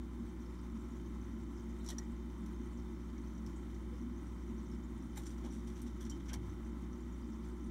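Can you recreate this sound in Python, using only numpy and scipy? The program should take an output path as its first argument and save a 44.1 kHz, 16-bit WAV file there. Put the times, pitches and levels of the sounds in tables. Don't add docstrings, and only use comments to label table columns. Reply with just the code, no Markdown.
import sys
import numpy as np
from scipy import signal
from scipy.fft import rfft, irfft, next_fast_len
from scipy.io import wavfile
from scipy.ndimage import uniform_filter1d

SR = 44100
rng = np.random.default_rng(int(sys.argv[2]) if len(sys.argv) > 2 else 0)


def int16_out(signal):
    q = np.round(np.clip(np.atleast_2d(signal).T, -1, 1) * 32767)
    wavfile.write(sys.argv[1], SR, q.astype(np.int16))


def voltage_ratio(decibels):
    exponent = np.asarray(decibels, float) / 20
    return 10 ** exponent


N = 339570

MAINS_HZ = 60.0075
# (multiple of mains [1], level [dB rms])
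HUM_LINES = [(1.0, -46.4), (2.0, -64.1), (3.0, -55.9), (4.0, -60.0), (5.0, -69.3), (6.0, -59.9),
             (7.0, -85.1), (8.0, -77.9), (9.0, -78.4), (10.0, -84.9), (11.0, -88.6), (12.0, -90.7),
             (13.0, -81.6), (14.0, -77.7), (15.0, -82.5), (16.0, -84.1), (17.0, -77.2), (18.0, -91.1),
             (19.0, -91.1), (21.0, -82.4), (22.0, -91.5), (23.0, -89.2), (25.0, -98.2), (27.0, -101.9),
             (29.0, -91.3)]
# (multiple of mains [1], level [dB rms])
BUZZ_LINES = [(31, -98), (32, -85), (33, -85), (33.5, -90), (34, -82), (34.5, -93), (35, -87), (35.5, -89),
              (36, -87), (37, -89), (37.5, -95), (38, -87), (39, -95), (40, -95), (47, -100), (49, -99),
              (50, -92), (50.5, -95), (51, -91), (51.5, -92), (52, -84), (53, -97), (57, -94), (58, -99),
              (59.5, -93), (60, -95), (61, -94), (61.5, -94), (62, -96)]
# (centre [Hz], width [Hz], level [dB rms])
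WHIRR_BANDS = [(100, 1.1, -66), (105, 1.1, -69), (115.5, .9, -71), (128, .9, -66.5), (241, 5.0, -62.5),
               (3090, 40, -87), (15600, 600, -91), (3588, 90, -85)]
# (frequency [Hz], density [dB per Hz])
RUMBLE_SPECTRUM = [(25, -85), (33, -84), (40, -87), (46, -75.5), (75, -76), (110, -81), (132, -80),
                   (146, -87), (165, -80), (205, -75), (225, -65.5), (256, -79), (270, -75), (345, -74),
                   (410, -92.5), (455, -97.5), (600, -98.5)]
# (frequency [Hz], density [dB per Hz])
HISS_SPECTRUM = [(700, -99.5), (1000, -92.5), (1350, -94.5), (1500, -100), (2100, -103), (2700, -111),
                 (3200, -110), (3800, -110), (4900, -115.5), (5900, -109.5), (6600, -112.5), (9500, -116.5),
                 (10500, -119.5), (15000, -122)]
# (crest time [s], level [dB rms], fade [s per 10 dB])
LOWER_SURGES = [(.2, -45, .4), (.75, -45, .25), (1.07, -50, .05), (1.26, -50, .2), (1.37, -45, .05),
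                (1.69, -47, .2), (1.95, -47, .08), (2.07, -44, .08), (2.4, -45, .2), (2.57, -46, .1),
                (2.83, -53, .04), (2.92, -47, .06), (3.28, -47.5, .6), (4.01, -45, .2), (4.48, -48, .5),
                (5.09, -50, .08), (5.34, -47, .04), (5.47, -46, .05), (5.57, -47, .1), (5.7, -45, .11),
                (5.86, -45, .04), (5.95, -47, .04), (6.05, -45, .13), (6.33, -47.5, .15), (6.6, -49, .06),
                (6.73, -46, .06), (6.85, -42.5, .16), (7.24, -45, .25), (7.48, -48, .15), (7.67, -49, .05)]
LOWER_PITCH_HZ = [239, 222, 218, 227, 233, 227, 231, 230, 222, 230, 233, 225, 224, 240, 217, 219, 228, 219,
                  228, 229, 235, 223, 222, 243, 226, 227, 236, 223, 237, 223]
# (crest time [s], level [dB rms])
UPPER_SURGES = [(.22, -51), (.36, -52), (1.08, -52), (1.32, -52), (1.49, -50), (1.96, -52), (2.49, -51),
                (2.96, -51), (3.19, -52), (3.51, -51), (4.05, -51), (4.19, -51), (5.02, -52), (5.26, -51),
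                (5.49, -50), (5.87, -52), (6.17, -49), (6.54, -52), (6.74, -52), (7.29, -52), (7.63, -51)]
# (delay [s], level [dB])
WALL_ECHOES = [(.0021, -17), (.0046, -16), (.0077, -15), (0.012, -17)]
# (time [s], level [dB rms])
FIZZ_LEVEL = [(0, -84), (.8, -78), (1.2, -81), (1.6, -79.5), (2.5, -78.5), (3.3, -83), (4, -83), (4.6, -79),
              (5, -78.5), (6.5, -82), (7, -80.5), (7.7, -77.5)]
# (time [s], peak [dB], frequency [Hz])
CLEAR_DROPS = [(.2633, -58, 8100), (.4604, -57, 5230), (.9218, -58, 5570), (.9682, -58, 6560),
               (1.0605, -56, 6080), (1.2146, -52.5, 5900), (1.5953, -56, 6050), (5.0246, -58, 5700),
               (2.6155, -60, 5790), (2.66, -59, 8700), (2.7727, -56, 6020), (3.2731, -54, 5770),
               (3.3499, -55, 5870), (3.1817, -57, 5960), (3.5604, -59, 6800), (3.9829, -59, 5800),
               (4.1725, -58, 6030), (4.2693, -57, 5570), (4.383, -58, 5450), (4.5811, -55, 5800),
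               (4.6594, -54, 5860), (4.7153, -53, 5400), (4.839, -57, 6900), (6.4982, -54, 5900),
               (6.6493, -57, 5870), (6.9307, -52.5, 5840), (7.005, -58, 6980), (7.1257, -57, 6810),
               (7.6076, -58, 5850), (7.6421, -57, 5800)]
# (time [s], peak [dB], frequency [Hz], t60 [s])
PLOPS = [(.45, -56, 502, .11), (1.915, -50, 1910, .045), (1.995, -49, 1920, .08), (5.17, -58, 2300, .04),
         (2.41, -47, 193, .11), (3.165, -62, 2230, .035), (3.917, -53, 487, .11), (5.17, -60, 820, .1),
         (6.114, -51, 3110, .08), (6.293, -58, 3150, .1), (6.345, -43, 100, .25), (6.455, -43, 95, .2),
         (3.465, -47, 110, .12), (6.318, -54, 1580, .04), (6.35, -55, 850, .07), (6.295, -57, 2300, .04),
         (6.35, -58, 2200, .05), (6.35, -61, 3100, .04), (5.163, -58, 2050, .03), (6.02, -62, 3100, .05),
         (1.841, -62, 9300, .03), (2.7, -70, 4450, .05), (3.235, -73, 4400, .04)]
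# (time [s], peak [dB], low edge [Hz], high edge [Hz], t60 [s])
KNOCKS = [(1.888, -56, 450, 950, 0.25), (3.558, -66, 6300, 8800, .2), (5.52, -66, 6800, 9500, .2),
          (5.815, -61, 8200, 9800, .12), (5.16, -58, 430, 720, .2), (6.315, -56, 450, 750, .2),
          (1.905, -56, 2900, 3500, .08), (6.098, -66, 2900, 3500, 0.12), (6.305, -62, 1450, 1850, 0.13),
          (6.315, -55, 750, 1150, .15), (5.44, -64, 2900, 3500, .2), (6.343, -49, 280, 420, .07),
          (1.985, -57, 540, 1040, 0.087), (5.17, -55.5, 1400, 2500, 0.1), (5.17, -53, 3500, 4100, .08),
          (5.166, -55, 6900, 7600, .07), (5.168, -59, 8600, 9400, .07), (6.1, -58, 7000, 7700, .1),
          (1.9, -56, 3200, 4500, .08), (6.335, -59, 4000, 4600, .08), (6.282, -60, 5500, 6300, 0.1),
          (6.345, -45, 70, 200, 0.52), (5.26, -62, 8400, 9000, .2), (5.255, -62, 7000, 7500, .2),
          (5.5, -66, 5600, 6100, .4), (1.8, -71, 3600, 4100, .6), (6.3, -60, 1500, 2500, .1),
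          (5.438, -57, 450, 1260, 0.3), (6.29, -61, 1500, 3500, 0.3), (6.335, -57, 760, 1150, 0.2),
          (6.33, -59, 1540, 1880, 0.1), (6.33, -60, 2020, 2260, .12), (6.90, -57, 470, 520, 0.13)]
# (time [s], peak [dB], frequency [Hz], t60 [s])
RINGS = [(1.8635, -53, 5650, .02), (1.878, -52, 5800, .02), (1.8882, -37, 5650, .025),
         (1.862, -52, 950, .03), (1.868, -58, 4000, .025), (1.888, -53, 900, .05), (1.894, -53, 9500, .025),
         (1.9015, -48, 9200, .025), (1.932, -54, 560, .07), (1.8885, -48, 3270, .025),
         (1.8885, -51, 4460, .02), (1.894, -47, 3910, .025), (1.9015, -42, 5890, .03),
         (1.902, -48, 4080, .03), (1.902, -51, 7240, .03), (1.9075, -50, 3850, .02),
         (1.9075, -54, 8730, .02), (1.914, -56, 3100, .03), (1.9838, -35, 5700, .03),
         (1.984, -53, 1800, .06), (1.997, -60, 7000, .04), (1.99, -61, 4200, .05),
         (3.4635, -49, 5400, .015), (3.471, -55, 5200, .015), (5.1715, -51, 3830, .035),
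         (5.1725, -51, 7150, .03), (5.1745, -53, 9040, .02), (5.174, -52, 1640, .04),
         (5.174, -50, 815, .12), (5.269, -53, 5600, .015), (5.442, -60, 2210, .04), (5.442, -61, 3250, .03),
         (5.443, -57, 800, .07), (5.45, -57, 1030, .05), (5.446, -56, 600, .05), (5.465, -57, 826, .05),
         (5.476, -57, 1000, .04), (6.0515, -53, 5700, .02), (6.097, -41, 5700, .03),
         (6.098, -51, 7200, .06), (6.31, -56, 1520, .03), (6.333, -45, 5500, .02), (6.333, -54, 3300, .03),
         (6.334, -54, 4430, .025), (6.335, -51, 1710, .05), (6.338, -55, 2210, .06), (6.34, -55, 3120, .04),
         (6.342, -47, 5800, .03), (6.341, -51, 1000, .05), (6.333, -53, 825, .07)]
# (time [s], peak [dB], t60 [s], dull part [dB], bright part [dB])
CLICKS = [(1.0131, -63, .054, 0, -6), (1.8627, -43, .041, -16, -13), (1.877, -49, .048, -14, -18),
          (1.8878, -38, .035, -7, -5), (1.902, -43, .035, -9, -6), (1.9075, -44, .03, -5, -6),
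          (1.917, -55, .03, 3, -8), (1.9836, -38, .04, -16, -10), (2.4613, -55.5, .06, -14, -4),
          (3.1797, -60, .06, 2, -15), (3.38, -56, .045, -14, -18), (3.463, -52, .03, -6, -4),
          (3.4715, -57, .05, -18, -16), (3.7444, -58, .06, -8, -17), (5.2645, -49, .05, -6, -8),
          (5.381, -56, .08, -6, -10), (5.4411, -60, .04, 5, -10), (5.4465, -61, .04, -6, -12),
          (5.462, -59, .04, 0, -4), (5.6735, -56, .04, -4, -8), (6.0103, -58, .04, 0, -6),
          (6.066, -63, .04, 7, -8), (6.105, -49, .03, -16, -14), (6.111, -57, .03, -14, -10),
          (6.2053, -68, .04, 12, -10), (6.2572, -59, .04, -8, -10), (6.2861, -51, .03, -8, -12),
          (6.2906, -50, .03, -3, -12), (6.298, -53, .03, 2, -12), (6.304, -56, .025, 0, -12),
          (6.339, -45, .03, -6, -6), (6.346, -48, .025, -8, -8), (5.8174, -54, .05, -25, 6),
          (6.0506, -52, .06, -5, -16), (6.0972, -45, .04, -24, -6), (6.332, -38, .045, -10, -3)]
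# (time [s], peak [dB], t60 [s], dull part [dB], bright part [dB])
SCUFFS = [(1.825, -59, .3, -2, -4), (1.841, -63, .12, -2, -6), (1.895, -50, .09, -2, -10),
          (1.912, -58, .071, 7, -15), (3.475, -61, .3, -14, -12), (3.695, -58, .15, 1, -8),
          (5.02, -62, .092, -10, -12), (5.156, -49, .11, -1, 0), (5.171, -46, .075, -3, 3),
          (5.192, -58, .1, 2, 0), (5.215, -52.5, .22, -8, -6), (5.25, -52, .21, -4.5, -6.5),
          (5.29, -57, .19, 2, -4), (5.435, -55, .27, 1, -9), (5.51, -54, .4, -2.5, -6),
          (5.67, -54.5, .19, -2, -6), (5.75, -54, .31, 0, -10), (5.86, -53.5, .25, -1, -9),
          (6.002, -49.5, .16, -2.5, -3), (6.06, -58, .086, 1, -6), (6.105, -54, .21, -3, -11),
          (6.195, -64, .12, 5, -10), (6.25, -58, .2, -10, -12), (6.281, -53, .12, 2, -8),
          (6.337, -51, .06, 0, -7), (6.41, -60, .26, -9, -12)]
# (frequency [Hz], density [dB per Hz])
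CONTACT_SPECTRUM = [(600, -19), (1500, 2.5), (2200, -0.5), (2650, -8), (3300, 3), (4300, -11.5),
                    (4900, -23.5), (5850, -8), (6500, -19), (7300, -17.5), (9500, -10.5), (10500, -18),
                    (12500, -15.5), (15600, -27)]


def at_hz(points, hz):
    point_hz, level_db = np.transpose(points)
    return np.interp(np.log(hz + 1), np.log(point_hz), level_db)


def in_time(rows):
    s, level_db = np.transpose(rows)
    return voltage_ratio(np.interp(np.arange(N) / SR, s, level_db, left=-150, right=-150))


def rms_one(x):
    return x / np.sqrt(np.mean(x ** 2) + 1e-30)


def coloured(x, points):
    size = next_fast_len(len(x))
    gain = voltage_ratio(at_hz(points, np.fft.rfftfreq(size, 1 / SR))) * np.sqrt(SR / 2)
    return irfft(rfft(x, size) * gain, size)[:len(x)]


def band(x, low_hz, high_hz):
    return signal.sosfilt(signal.butter(4, [low_hz, high_hz], "band", fs=SR, output="sos"), x)


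def drift(rate_hz):
    r = np.exp(-80 * np.pi * rate_hz / SR)
    white = rng.standard_normal(N // 40 + 2002)
    slow = signal.lfilter([1], [1, -2 * r, r * r], white)[2000:]
    return np.interp(np.arange(N) / 40, np.arange(len(slow)), rms_one(slow))


def add(out, s, sound):
    at = int(s * SR)
    out[at:at + len(sound)] += sound[:N - at]


def enclosure(x):
    out = x + sum(voltage_ratio(level_db) * np.roll(x, int(lag_s * SR)) for lag_s, level_db in WALL_ECHOES)
    return out / np.sqrt(1 + sum(voltage_ratio(2 * level_db) for _, level_db in WALL_ECHOES))


def churn():
    rise_db_per_s, upper_slope_db_per_s, wander_hz = 200, 60, 3.0
    t = np.arange(N) / SR
    lower_db = -55 + 2.0 * drift(6)
    for s, crest_db, fade_s in LOWER_SURGES:
        surge_db = np.minimum(rise_db_per_s * (t - s), 10 * (s - t) / fade_s)
        lower_db = np.maximum(lower_db, crest_db - .7 + surge_db)
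    wander = drift(7)
    upper_db = -56 + 0.05 * (lower_db - lower_db.mean()) + 1.0 * wander
    for s, crest_db in UPPER_SURGES:
        upper_db = np.maximum(upper_db, crest_db - upper_slope_db_per_s * np.abs(t - s))
    crest_s = np.transpose(LOWER_SURGES)[0]
    stepped_hz = np.take(LOWER_PITCH_HZ, np.searchsorted(crest_s[1:] - .05, t))
    pitch_hz = uniform_filter1d(stepped_hz, size=2000) + wander_hz * wander
    tone = np.sqrt(2) * np.cos(2 * np.pi * np.cumsum(pitch_hz) / SR)
    return voltage_ratio(lower_db), voltage_ratio(upper_db), tone


def tank(swell, patchy_db):
    rumble = coloured(rng.standard_normal(N), RUMBLE_SPECTRUM + [(700, -140)])
    lower_gain, upper_gain, tone = churn()
    for edges_hz, gain, clear in (([208, 250], lower_gain, .65), ([262, 352], upper_gain, 0)):
        boom = signal.sosfiltfilt(signal.butter(2, edges_hz, "band", fs=SR, output="sos"), rumble)
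        steady = boom / np.sqrt(uniform_filter1d(boom ** 2, size=3000) + 1e-12)
        surging = gain * (np.sqrt(1 - clear) * steady + np.sqrt(clear) * tone)
        rumble += swell * (surging - boom)
    rumble = signal.sosfilt(signal.butter(2, 18, "high", fs=SR, output="sos"), rumble)
    hiss = coloured(rng.standard_normal(N), [(590, -140), RUMBLE_SPECTRUM[-1]] + HISS_SPECTRUM)
    return rumble + enclosure(hiss) * voltage_ratio(patchy_db * drift(13))


def bubble(hz, cycles, rise):
    t = np.arange(900) / SR
    ring = np.sin(2 * np.pi * hz * t * (1 + rise * t))
    return ring * np.exp(-np.log(1000) * hz * t / cycles) * np.minimum(t / 0.00069, 1)


def fizz(per_s, cycles, rise):
    out = np.zeros(N)
    born = np.flatnonzero(rng.random(N) < per_s * voltage_ratio(6 * drift(12)) / SR)
    size = drift(28.3)
    for at, (scatter, strength) in zip(born, rng.standard_normal((len(born), 2))):
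        hz = np.clip(6500 * np.exp(0.146 * size[at] + .12 * scatter), 3500, 11000)
        add(out, at / SR, voltage_ratio(2.7 * strength) * bubble(hz, cycles, rise))
    out = coloured(out, [(4600, -8.5), (5900, -1), (6700, -5.5), (9500, 1.5), (10500, -7)])
    return in_time(FIZZ_LEVEL) * rms_one(out)


def drip(count):
    late, size, pitch = rng.standard_normal((count, 3)).T
    s = np.abs(np.arange(count) + .5 + .4 * late) * (N / SR - .1) / count
    peak_db = -62 + 1.5 * size
    hz = 6100 * np.exp(.12 * pitch)
    return list(zip(s, peak_db, hz))


def droplets(cycles, rise):
    out = np.zeros(N)
    drops = CLEAR_DROPS + drip(count=50)
    for (s, peak_db, hz), chance in zip(drops, rng.random((len(drops), 6, 2))):
        add(out, s, voltage_ratio(peak_db - 3.5) * bubble(hz, cycles, rise))
        for late, smaller in chance:
            shed = bubble(hz * (.95 + .13 * smaller), cycles, rise)
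            add(out, s + 0.049 * late, voltage_ratio(peak_db - 9.5 - 5.3 * late) * shed)
    return out


def plops(rough):
    out, t = np.zeros(N), np.arange(SR // 2) / SR
    wobble = np.tile(drift(40), 2)
    for s, peak_db, hz, t60_s in PLOPS:
        ring = np.sin(2 * np.pi * hz * t) * voltage_ratio(peak_db - 60 * (t / t60_s) ** 1.7)
        uneven = 1 + rough * wobble[int(s * SR):][:len(t)]
        add(out, s, ring * (1 - np.exp(-t * 14 / t60_s)) * uneven)
    return out


def knocks():
    out, t = np.zeros(N), np.arange(SR // 4) / SR
    noises = rng.standard_normal((len(KNOCKS), len(t)))
    for (s, peak_db, low_hz, high_hz, t60_s), noise in zip(KNOCKS, noises):
        envelope = voltage_ratio(peak_db - 60 * t / t60_s) * (1 - np.exp(-t / 0.004))
        add(out, s, rms_one(band(noise, low_hz, high_hz)) * envelope)
    return out


def rings():
    partner_share, partner_ratio = .55, 1.045
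    out, t = np.zeros(N), np.arange(4000) / SR
    for s, peak_db, hz, t60_s in RINGS:
        pair = np.sin(2 * np.pi * hz * t) + partner_share * np.sin(2 * np.pi * hz * partner_ratio * t)
        onset_s = max(.0008, 3 / 4 / hz)
        envelope = voltage_ratio(peak_db - 60 * t / t60_s) * (1 - np.exp(-t / onset_s))
        add(out, s, pair / np.hypot(1, partner_share) * envelope)
    return out


def contacts(tail_db, tail_t60_s, grain_db, echo):
    noise = coloured(rng.standard_normal(N), CONTACT_SPECTRUM)
    grain = voltage_ratio(grain_db * drift(180))
    dull = rms_one(band(noise, 900, 4400))
    middle = rms_one(band(noise, 4600, 7520))
    bright = rms_one(band(noise, 7500, 16400))
    out, t = np.zeros(N), np.arange(12000) / SR
    touches = [(row, False) for row in CLICKS] + [(row, True) for row in SCUFFS]
    lags = rng.integers(22, 60, len(touches))
    for ((s, peak_db, t60_s, dull_db, bright_db), scuff), lag in zip(touches, lags):
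        part = slice(int(s * SR), int(s * SR) + len(t))
        wide = voltage_ratio(dull_db) * dull[part] + voltage_ratio(bright_db) * bright[part]
        mix = middle[part] + (wide + echo * np.roll(wide, lag)) / np.hypot(1, echo)
        fall = voltage_ratio(-60 * t / t60_s) + voltage_ratio(tail_db - 60 * t / tail_t60_s)
        if scuff:
            fall *= grain[part]
        onset_s = .06 * t60_s if scuff else .0006
        add(out, s - .0005, voltage_ratio(peak_db - 9.5) * mix * fall * (1 - np.exp(-t / onset_s)))
    for (s, peak_db, *_), off in zip(CLICKS, rng.standard_normal(len(CLICKS))):
        port = bubble(5820 * (1 + .012 * off), cycles=90, rise=0)
        add(out, s - .0003, voltage_ratio(peak_db - 5) * port)
    return out


def whirr():
    out = np.zeros(N)
    for hz, width_hz, level_db in WHIRR_BANDS:
        r = np.exp(-np.pi * width_hz / SR)
        poles = [1, -2 * r * np.cos(2 * np.pi * hz / SR), r * r]
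        once = signal.lfilter([1, 0, -1], poles, rng.standard_normal(N + SR))
        twice = signal.lfilter([1], poles, once)
        out += voltage_ratio(level_db) * rms_one(twice[SR:])
    return out


def motor(waver_db):
    turn, out = 2 * np.pi * MAINS_HZ * np.arange(N) / SR, np.zeros(N)
    for lines, spread_rad in ((HUM_LINES, 3.0), (BUZZ_LINES, .8)):
        for multiple, level_db in lines:
            phase = np.round(2 * multiple) / 2 * turn + spread_rad * rng.standard_normal()
            out += np.sqrt(2) * voltage_ratio(level_db) * np.cos(phase)
    return out * voltage_ratio(waver_db * drift(1.7))


def scene():
    pump = motor(waver_db=.7) + whirr() + tank(swell=1.0, patchy_db=0.76)
    outlet = fizz(per_s=200, cycles=75, rise=4.0) + droplets(cycles=123, rise=4.0)
    water = enclosure(outlet) + plops(rough=.35)
    touches = contacts(tail_db=-24, tail_t60_s=0.15, grain_db=3.0, echo=0.6)
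    return (pump + water + knocks() + enclosure(rings()) + touches)[None]


def roll_off(x):
    return signal.sosfilt(signal.butter(12, 15775, fs=SR, output="sos"), x)


def record(dry):
    cut = signal.sosfilt(signal.ellip(12, .3, 70, 15800, fs=SR, output="sos"), dry)
    return roll_off(cut)


dry = scene()
out = record(dry)
int16_out(out)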